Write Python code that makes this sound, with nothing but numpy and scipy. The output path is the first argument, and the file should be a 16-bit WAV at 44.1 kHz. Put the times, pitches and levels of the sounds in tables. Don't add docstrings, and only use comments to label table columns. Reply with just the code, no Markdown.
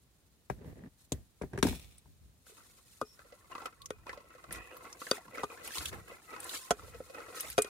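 import sys
import numpy as np
from scipy import signal
from scipy.fft import rfft, irfft, next_fast_len
from scipy.io import wavfile
from scipy.ndimage import map_coordinates

SR = 44100
rng = np.random.default_rng(int(sys.argv[2]) if len(sys.argv) > 2 else 0)


def transcribe(signal):
    frames = np.atleast_2d(signal).T
    limited = np.clip(frames, -1, 1)
    pcm = np.round(limited * 32767).astype(np.int16)
    wavfile.write(sys.argv[1], SR, pcm)


N = 339125

# low_hz, high_hz
BLOW_BANDS_HZ = [(50, 300), (300, 900), (900, 2300), (2300, 11300)]
# start_s, strength_db (relative), favoured_hz, contact_s, left_minus_right_db
BUMPS = [(0.4991, -29.5, 760, 0.00046, 5), (1.119, -26.5, 204, 0.0019, 3.5),
         (1.413, -33.5, 556, 0.0011, 6.5), (1.419, -41, 395, 0.00022, -1), (1.434, -35, 327, 0.0012, 4),
         (1.533, -41, 337, 0.0004, -3.5), (1.576, -33, 427, 0.00035, 3.5),
         (1.587, -39.5, 397, 0.00014, 1.5), (1.627, -20.5, 279, 0.000068, 7.5),
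         (1.65, -18.5, 250, 0.0024, 0), (1.668, -34.5, 950, 0.00013, 5.5), (1.681, -35, 300, 0.00086, 4),
         (1.707, -28.5, 272, 0.0041, 3), (1.727, -46, 980, 0.00045, 9), (2.056, -62.5, 845, 0.00033, 1)]
# time_s, patter_drive_db (relative), wetness_drive_db (relative)
SHIFTING = [(0, -85.5, -77), (2.419, -91.5, -75.5), (2.48, -67.5, -64), (2.95, -75, -66),
            (3.4, -63.5, -70.5), (4.0, -69, -75.5), (4.65, -54.5, -66), (5.6, -64.5, -65),
            (6.1, -61.5, -65), (6.9, -58, -63.5), (7.68, -66.5, -61)]
WIDE_HZ = 834


def amp(db):
    return 10 ** (np.asarray(db) / 20)


def unit(x):
    return x / np.sqrt(np.mean(x ** 2) + 1e-20)


def curve(rows):
    return np.interp(np.arange(N) / SR, *np.transpose(rows))


def wobble(rate_hz):
    knots = rng.standard_normal(int(N * rate_hz / SR) + 4)
    return map_coordinates(knots, [np.arange(N) * rate_hz / SR])


def add(out, start_s, x):
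    part = out[:, round(start_s * SR):][:, :x.shape[1]]
    part += x[:, :part.shape[1]]


def coloured(x, points):
    n = x.shape[-1]
    m = 2 * next_fast_len(n // 2 + 2048)
    hz, db = np.transpose(points)
    gain_db = np.interp(np.log(np.fft.rfftfreq(m, 1 / SR) + 1), np.log(hz), db)
    cepstrum = irfft(np.log(amp(gain_db)))
    cepstrum[1:m // 2] *= 2
    cepstrum[m // 2 + 1:] = 0
    return irfft(rfft(x, m) * np.exp(rfft(cepstrum)), m)[..., :n]


def band(x, edges_hz, order=4):
    edges_hz = np.clip(edges_hz, 10, .49 * SR)
    return signal.sosfilt(signal.butter(order, edges_hz, 'bandpass', fs=SR, output='sos'), x)


def resonant(x, peaks):
    return sum(amp(db) * signal.lfilter(*signal.iirpeak(hz, hz / width_hz, fs=SR), x)
               for hz, width_hz, db in peaks)


def drifting(x, peaks):
    drift_share, swing_db, changes_hz = .025, 4, 9
    out = np.zeros_like(x)
    for hz, width_hz, db in peaks:
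        turn = np.exp(2j * np.pi * hz * np.cumsum(1 + drift_share * wobble(changes_hz)) / SR)
        pole = np.exp(-np.pi * width_hz / SR)
        ringing = (turn * signal.lfilter([1 - pole], [1, -pole], x * turn.conj())).real
        out += amp(db + swing_db * wobble(changes_hz)) * ringing
    return out


def ears(pair):
    side = signal.sosfilt(signal.butter(1, WIDE_HZ, 'highpass', fs=SR, output='sos'), pair[1])
    return np.array([pair[0] + side, pair[0] - side]) / np.sqrt(2)


def noise(n):
    return ears(rng.standard_normal((2, n)))


def grains(rate_hz, scatter_db):
    sizes = amp(scatter_db * np.clip(rng.standard_normal(N), -2, 2))
    sizes = sizes * (rng.random(N) < rate_hz / SR)
    return ears(rng.standard_normal((2, N)) * sizes / np.sqrt(rate_hz))


def blips(rate_hz, centre_hz, octaves, cycles, rise):
    place, pitch_a, pitch_b, softness, side = rng.random((int(rate_hz * N / SR), 5)).T[:, :, None]
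    t = np.arange(SR // 50) / SR
    hz = np.minimum(centre_hz * 2 ** (octaves * (pitch_a + pitch_b - 1)), SR / 3)
    age = t * hz / cycles
    size = amp(-9 * softness) * age * np.exp(-6 * age) * np.sqrt(hz)
    phase = 2 * np.pi * hz * t * (1 + rise * np.minimum(age, 1) / 2)
    offset = (2 * side - 1) * np.pi / 2 * np.minimum(hz / (3 * WIDE_HZ), 1)
    at = ((place * N).astype(int) + np.arange(len(t))).ravel()
    return unit(np.array([np.bincount(at, (size * np.sin(phase + way * offset)).ravel(), N)[:N]
                          for way in (-1, 1)]))


def clumps(rate_hz, t60_s, depth):
    starts = rng.random(N) * (rng.random(N) < rate_hz / SR)
    spurts = unit(signal.lfilter([1], [1, -amp(-60 / (t60_s * SR))], starts))
    return unit(1 - depth + depth * spurts)


def strokes(rows, rise_s, t60_s):
    power = np.zeros((1, N))
    for start_s, length_s, db in rows:
        t = np.arange(int((length_s + 2 * t60_s) * SR)) / SR
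        fade = amp(db - 60 * np.maximum(t - length_s, 0) / t60_s)
        envelope = np.minimum(t / rise_s, 1) * fade
        add(power, start_s, envelope[None] ** 2)
    return np.sqrt(power[0])


def after_bumps(t60_s):
    return strokes([(start_s, 0, db) for start_s, db, *_ in BUMPS], rise_s=0.0091, t60_s=t60_s)


def in_pot(x):
    wall_db, wall_t60_s = -4, .045
    t = np.arange(SR // 20) / SR
    walls = amp(-60 * t / wall_t60_s) * rng.standard_normal(len(t))
    walls = walls / np.linalg.norm(walls)
    return unit(x + amp(wall_db) * signal.fftconvolve(x, [walls])[:, :N])


def nearness(hz, centre_hz):
    return np.exp(-(np.log(hz / centre_hz) / .22) ** 2)


def ring(modes, favoured_hz, favour_db):
    t = np.arange(SR // 3) / SR
    hz, db, t60_s = np.transpose(modes)[:, :, None]
    size = amp(db + rng.normal(0, 1.5, db.shape) + favour_db * nearness(hz, favoured_hz))
    offset = np.minimum(hz / WIDE_HZ, 1.6) / 2 * rng.standard_normal(hz.shape)
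    phase = rng.uniform(0, 2 * np.pi, hz.shape) + np.array([offset, -offset])
    return np.sum(size * amp(-60 * t / t60_s) * np.sin(2 * np.pi * hz * t + phase), axis=1)


def softened(bands_db, contact_s):
    centres_hz = np.sqrt(np.prod(BLOW_BANDS_HZ, axis=1))
    return np.array(bands_db) - 10 * np.log10(1 + (centres_hz * contact_s) ** 4)


def blow(ringing, levels_db, pan_db, crack_db, crack_t60_s, tail_db, tail_t60_s):
    t = np.arange(ringing.shape[1]) / SR
    crack = amp(crack_db - 60 * t / crack_t60_s) + amp(tail_db - 60 * t / tail_t60_s)
    x = ringing + crack * noise(len(t))
    x = x * (1 - np.exp(-t / 0.0003))
    parts = [band(x, edges_hz) for edges_hz in BLOW_BANDS_HZ]
    attack = SR // 80
    levelled = sum(amp(db) * p / p[:, :attack].std() for db, p in zip(levels_db, parts))
    return amp([[pan_db / 2], [-pan_db / 2]]) * levelled


def background(pushing):
    # freq_hz, gain_db
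    air_colour = [(24, -41.5), (40, -8.5), (60, -23.5), (108, -19), (287, -28.5), (2220, -37.5),
                  (4000, -37.5), (8520, -42), (15500, -41.5)]
    # freq_hz, gain_db
    rumble_colour = [(20, -35), (40, -15), (58, 1), (80, -6), (120, -9.5), (250, -24.5), (1000, -47.5)]
    # start_s, length_s, level_db
    jostles = [(0.64, 0.059, -49.5), (1.79, 0.11, -55), (2.04, 0.081, -56.5), (2.19, 0.095, -59.5),
               (3.78, 0.34, -61), (4.47, 0.12, -55.5), (5.77, 0.22, -50.5), (6.76, 0.23, -56),
               (7.44, 0.083, -58)]
    shake_db, shake_t60_s = -12, 0.31
    push_shake_db, floor_db = -17.5, -72
    air = amp(-72.5) * unit(coloured(noise(N), air_colour))
    rumble = unit(coloured(noise(N) + rng.standard_normal((2, N)), rumble_colour))
    causes = [strokes(jostles, rise_s=0.023, t60_s=0.39),
              amp(shake_db) * after_bumps(shake_t60_s),
              amp(push_shake_db) * pushing,
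              np.full(N, amp(floor_db))]
    return air + np.linalg.norm(causes, axis=0) * rumble


def spoon_on_cooker():
    # freq_hz, level_db (relative), t60_s
    cooker_modes = [(71.9, -1.5, 0.038), (133, 3, 0.093), (183, 0.5, 0.09), (249, 0, 0.066),
                    (303, -14.5, 0.018), (390, -3, 0.069), (487, -5, 0.018), (610, -12, 0.068),
                    (753, -8, 0.027), (917, -8.5, 0.024), (1626, -6.5, 0.029), (3660, -19.5, 0.051),
                    (5740, 0.5, 0.017), (7700, -14, 0.024), (10300, -7, 0.031)]
    cooker_bands_db = [-5.5, -1.5, -5, -7]
    # freq_hz, width_hz, gain_db
    grit_peaks = [(698, 250, -2), (1210, 36, -2), (1850, 450, 2)]
    # freq_hz, gain_db
    dull_colour = [(30, -15.5), (70, 3), (170, 3), (300, -3.5), (500, -9), (850, -20), (1900, -38.5),
                   (2600, -33), (15000, -62)]
    # start_s, length_s, level_db
    rubs = [(0.56, 0.171, -50), (0.74, 0.14, -51), (1.51, 0.05, -40), (4.46, 0.11, -57),
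            (5.25, 0.0513, -53.5), (5.8, 0.21, -60)]
    # start_s, scratch_peak_db
    catches = [(0.696, -55), (0.756, -54), (0.792, -55), (0.837, -47), (0.861, -50)]
    shudder_db, shudder_t60_s = -16.5, 0.27
    handling_db = -74
    grit_db, thud_db = -19.5, 5.5
    grit_edges_hz = (500, 2000)

    dull = strokes(rubs, rise_s=0.052, t60_s=0.05) + amp(shudder_db) * after_bumps(shudder_t60_s)
    dull = dull * clumps(90, t60_s=.08, depth=.25)
    drone = unit(coloured(grains(2500, scatter_db=0), dull_colour))
    grit = unit(resonant(band(grains(1000, scatter_db=3), grit_edges_hz, order=5), grit_peaks))
    out = np.hypot(dull, amp(handling_db)) * drone
    out += amp(grit_db) * dull * grit

    t = np.arange(SR // 20) / SR
    for start_s, peak_db in catches:
        scratch = resonant(band(amp(-60 * t / 0.006) * noise(len(t)), grit_edges_hz, order=5), grit_peaks)
        thud = band(amp(-60 * t / 0.023) * noise(len(t)), (130, 260), order=2)
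        both = scratch / abs(scratch).max() + amp(thud_db) * thud / abs(thud).max()
        add(out, start_s, amp(peak_db) * both)

    for start_s, db, favoured_hz, contact_s, pan_db in BUMPS:
        ringing = ring(cooker_modes, favoured_hz, favour_db=11.5)
        levels_db = db + softened(cooker_bands_db, contact_s)
        bump = blow(ringing, levels_db, pan_db,
                    crack_db=-1.5, crack_t60_s=0.015, tail_db=-2.0, tail_t60_s=0.07)
        add(out, start_s, amp(-5.0) * bump)
    return out


def splat():
    # freq_hz, gain_db
    splat_colour = [(200, -2), (450, 0.5), (1050, -3.5), (1600, -8.5), (2600, 5), (4500, 0.5), (6000, -2),
                    (9500, -2), (16000, -6.5)]
    slap_s, burst_db, spread_db = 1.63, -46, -39
    burst = strokes([(slap_s, 0, burst_db)], rise_s=0.0044, t60_s=0.3)
    spread = strokes([(slap_s, 0, spread_db)], rise_s=0.024, t60_s=0.66)
    squelch = clumps(110, t60_s=.04, depth=.4) * in_pot(grains(4000, scatter_db=1))
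    return (burst + spread) * unit(coloured(squelch, splat_colour))


def wetness(pushing):
    # freq_hz, gain_db
    wet_colour = [(300, -19.5), (1400, -3), (2300, -10), (4000, -2), (5500, -2.5), (9500, 2), (12000, -4.5),
                  (15000, -8.5), (17000, -24)]
    # start_s, length_s, drive_db (relative)
    slides = [(0.96, 0.083, -68), (2.45, 0.063, -61.5), (2.56, 0.036, -61), (4.5, 0.077, -55),
              (4.985, 0.18, -53), (5.62, 0.099, -53), (5.7, 0.19, -47), (6.41, 0.262, -53.5),
              (6.48, 0.11, -48.5), (7.34, 0.19, -49.5)]
    # start_s, peak_db, pitch_hz
    smacks = [(1.1205, -23, 7500), (1.1201, -26.5, 3900), (1.627, -21, 4160), (1.668, -32, 5560),
              (1.981, -44.5, 9300), (3.658, -33.5, 3010), (3.818, -39, 4200), (3.8576, -31.5, 6670),
              (4.5243, -25.5, 10200), (4.769, -40, 12900), (4.9276, -37, 6000), (5.676, -28, 11100),
              (5.782, -24.5, 4300), (5.856, -23, 3500), (6.402, -31.5, 9600), (6.442, -31.5, 9150),
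              (6.493, -30, 4230), (6.7075, -19.5, 6700), (7.399, -28.5, 6300), (7.4062, -19, 10300),
              (7.5, -28, 10800), (7.6197, -16, 8700)]
    push_wet_db = -14.5
    causes = [strokes(slides, rise_s=0.021, t60_s=0.11),
              amp(push_wet_db) * pushing,
              amp(curve([(time_s, db) for time_s, _, db in SHIFTING]))]
    level_db = 20 * np.log10(np.linalg.norm(causes, axis=0))
    crackle = unit(coloured(in_pot(grains(5000, scatter_db=2)), wet_colour))
    bubbles = blips(1100, centre_hz=4600, octaves=2, cycles=45, rise=.04)
    churn = amp(.35 * (level_db - level_db.max()))
    out = amp(level_db + 2.16 * wobble(55)) * (crackle + amp(-0.5) * churn * bubbles)

    t = np.arange(SR // 12) / SR
    for start_s, peak_db, hz in smacks:
        burst = amp(-60 * t / 0.035) * (1 - np.exp(-t / 0.00022)) * noise(len(t))
        smack = band(burst, (hz / 1.247, hz * 1.108), order=2)
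        smack = smack + amp(-10.5) * band(burst, (2500, 11500), order=2)
        add(out, start_s, amp(peak_db) * smack / abs(smack).max())
    return out


def squeaks():
    # start_s, length_s, level_db, pitch_hz
    squeak_rows = [(3.044, 0.1, -64, 5420), (3.797, 0.064, -60, 1100), (4.603, 0.3, -67, 1087),
                   (6.437, 0.057, -52.5, 1020), (6.603, 0.11, -59, 1030)]
    width = .028
    out = np.zeros((2, N))
    for start_s, length_s, db, hz in squeak_rows:
        rasp = unit(band(noise(N), (hz * (1 - width), hz * (1 + width)), order=2))
        out += strokes([(start_s, length_s, db)], rise_s=.02, t60_s=0.088) * rasp
    return out


def stray_peas(rolling):
    pour_start_s, strays_hz = 2.45, 14
    stray_db, scatter_db = 3, 8.5
    span_s = N / SR - pour_start_s
    when, size, pitch = rng.random((int(strays_hz * span_s), 3)).T
    start_s = pour_start_s + span_s * when
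    drive_db = 20 * np.log10(rolling[(start_s * SR).astype(int)])
    level_db = drive_db + stray_db + scatter_db * (2 * size - 1)
    return list(zip(start_s, level_db, 1050 * 2 ** pitch))


def chickpeas(pushing):
    # start_s, level_db (relative), pitch_hz
    single_peas = [(2.467, -51.5, 1470), (2.495, -52.5, 452), (2.518, -56, 430), (2.58, -50, 1190),
                   (3.191, -42.5, 1440), (3.247, -54, 534), (3.322, -45, 560), (3.517, -38.5, 1130),
                   (3.551, -33.5, 1090), (3.58, -35.5, 1110), (3.618, -41, 850), (3.656, -29.5, 1300),
                   (3.668, -37, 1040), (3.726, -50.5, 1350), (4.067, -39.5, 1140), (4.08, -44, 604),
                   (4.093, -30, 1840), (4.129, -35.5, 1080), (4.174, -41, 562), (4.203, -48.5, 1060),
                   (4.241, -55, 540), (4.304, -47, 1200), (4.349, -46.5, 533), (4.44, -41.5, 1250),
                   (4.508, -35.5, 1830), (4.551, -41.5, 2500), (4.766, -40.5, 1210), (4.852, -41, 1220),
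                   (4.924, -46, 1150), (5.016, -33.5, 1210), (5.067, -34.5, 1750), (5.179, -41.5, 692),
                   (5.28, -44.5, 1070), (5.333, -56, 454), (5.354, -45, 1870), (5.38, -33, 1340),
                   (5.515, -41.5, 1160), (5.675, -36.5, 2790), (5.706, -37, 1660), (5.769, -35.5, 1060),
                   (5.808, -38.5, 1390), (5.929, -40, 1990), (6.113, -44, 530), (6.329, -42.5, 437),
                   (6.362, -38.5, 1130), (6.794, -40.5, 1300), (6.832, -47, 443), (6.879, -45, 530),
                   (6.945, -42.5, 471), (7.097, -41.5, 515), (7.145, -38, 1320), (7.19, -42.5, 470),
                   (7.203, -39, 1280), (7.288, -42, 490)]
    # freq_hz, gain_db
    pea_colour = [(100, -17.5), (250, 1.5), (340, 8.5), (500, -1.5), (720, 3), (860, -5), (1060, 0),
                  (1330, -4.5), (1680, -20), (2000, -10), (3000, -15.5), (6000, -37.5), (15000, -27)]
    # freq_hz, width_hz, gain_db
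    hollow_peaks = [(495, 70, 0), (1080, 70, -4), (1320, 50, 1), (1980, 60, -3), (2500, 60, -5)]
    clack_cycles, tick_db = 33.4, -15
    rolling = np.hypot(pushing, amp(curve([(time_s, db) for time_s, db, _ in SHIFTING])))
    patter = unit(coloured(grains(900, scatter_db=0), pea_colour))
    pocks = blips(160, centre_hz=1300, octaves=1.2, cycles=36, rise=.06)
    hollow = unit(drifting(band(grains(420, scatter_db=1), (350, 2900), order=3), hollow_peaks))
    mix = amp(-7.5) * patter + amp(-7) * pocks + amp(-2.5) * hollow
    out = rolling * clumps(60, t60_s=.11, depth=.4) * mix

    t = np.arange(SR // 10) / SR
    for start_s, db, hz in single_peas + stray_peas(rolling):
        fade = amp(-60 * t * hz / clack_cycles) + amp(-10 - 60 * t / 0.11)
        contact = fade * (1 - np.exp(-t / 0.00026)) * noise(len(t))
        clack = unit(band(contact, (hz / 1.15, hz * 1.081), order=2))
        clack = clack + amp(-9) * unit(coloured(contact, pea_colour))
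        clack = clack + amp(-5) * unit(resonant(contact, hollow_peaks))
        tick = band(contact, (2100, 5500), order=2)
        both = clack / abs(clack).max() + amp(tick_db) * tick / abs(tick).max()
        add(out, start_s, amp(db + 2.0) * both)
    return out


def spoon_on_bowl():
    # start_s, strength_db (relative), favoured_hz, muted_hz, contact_s, left_minus_right_db
    knocks = [(3.0134, -31.5, 1210, 740, 0.00055, 3.5), (3.9047, -36.5, 480, 750, 0.00038, 2),
              (5.112, -27, 4600, 710, 0.000034, 1), (5.433, -33, 1110, 590, 0.0005, 4.5),
              (5.4397, -40, 1160, 560, 0.00035, -1), (5.931, -50.5, 278, 690, 0.00038, -3),
              (6.7066, -24, 670, 2460, 0.00036, -3), (6.7114, -28, 520, 2500, 0.00036, -2.5),
              (7.002, -37.5, 496, 1000, 0.0018, -1), (7.5792, -23.5, 2330, 2020, 0.00032, 2.5),
              (7.5862, -26, 410, 3320, 0.00034, -1), (7.645, -43.5, 396, 1230, 0.00023, -1)]
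    # freq_hz, level_db (relative), t60_s
    bowl_modes = [(250, -15, 0.072), (421, -2.5, 0.093), (514, 8, 0.036), (696, 2, 0.043),
                  (843, -13, 0.037), (1055, -1.5, 0.033), (1221, 3, 0.055), (1361, 4, 0.054),
                  (1497, 1, 0.061), (1890, -6, 0.055), (2490, -11.5, 0.21), (2910, -5.5, 0.053),
                  (3320, 3, 0.04), (3726, 3.5, 0.034), (4430, 0, 0.011), (4780, 2.5, 0.025),
                  (5880, 3, 0.023), (6590, 0.5, 0.035), (9210, -1.5, 0.039)]
    bowl_bands_db = [-10, 0.5, -4.5, 2.8]
    mute_db = -14.5
    detune, rattle_db = .015, 2.5
    out = np.zeros((2, N))
    for start_s, db, favoured_hz, muted_hz, contact_s, pan_db in knocks:
        modes = [(hz * (1 + detune * rng.uniform(-1.3, 1)), level_db + mute_db * nearness(hz, muted_hz), t60_s)
                 for hz, level_db, t60_s in bowl_modes]
        ringing = ring(modes, favoured_hz, favour_db=14.0)
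        ringing = ringing * amp(rattle_db * wobble(234)[:ringing.shape[1]])
        levels_db = db + softened(bowl_bands_db, contact_s)
        knock = blow(ringing, levels_db, pan_db,
                     crack_db=12, crack_t60_s=.018, tail_db=-8, tail_t60_s=.11)
        add(out, start_s, amp(-2.4) * knock)
    return out


def scene():
    # start_s, length_s, drive_db (relative)
    pushes = [(2.56, 0.042, -62.5), (3.17, 0.05, -62.5), (3.49, 0.17, -51.5), (4.05, 0.1, -53),
              (4.5, 0.095, -52.5), (4.79, 0.1, -54.5), (5.11, 0.055, -49), (5.33, 0.12, -47.5),
              (5.48, 0.21, -50.5), (5.74, 0.11, -49.5), (5.91, 0.05, -47), (6.07, 0.078, -51.5),
              (6.28, 0.27, -49.5), (6.82, 0.032, -57), (7.13, 0.11, -50.5), (7.25, 0.23, -51),
              (7.6, 0.085, -52.5)]
    pushing = strokes(pushes, rise_s=0.018, t60_s=0.18)
    cooker = spoon_on_cooker() + splat()
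    bowl = chickpeas(pushing) + spoon_on_bowl() + squeaks()
    return background(pushing) + cooker + wetness(pushing) + bowl


def record(dry):
    heard = signal.sosfilt(signal.butter(3, 40, 'highpass', fs=SR, output='sos'), dry)
    return signal.sosfilt(signal.ellip(10, .1, 90, 15750, fs=SR, output='sos'), heard)


dry = scene()
out = record(dry)
transcribe(out)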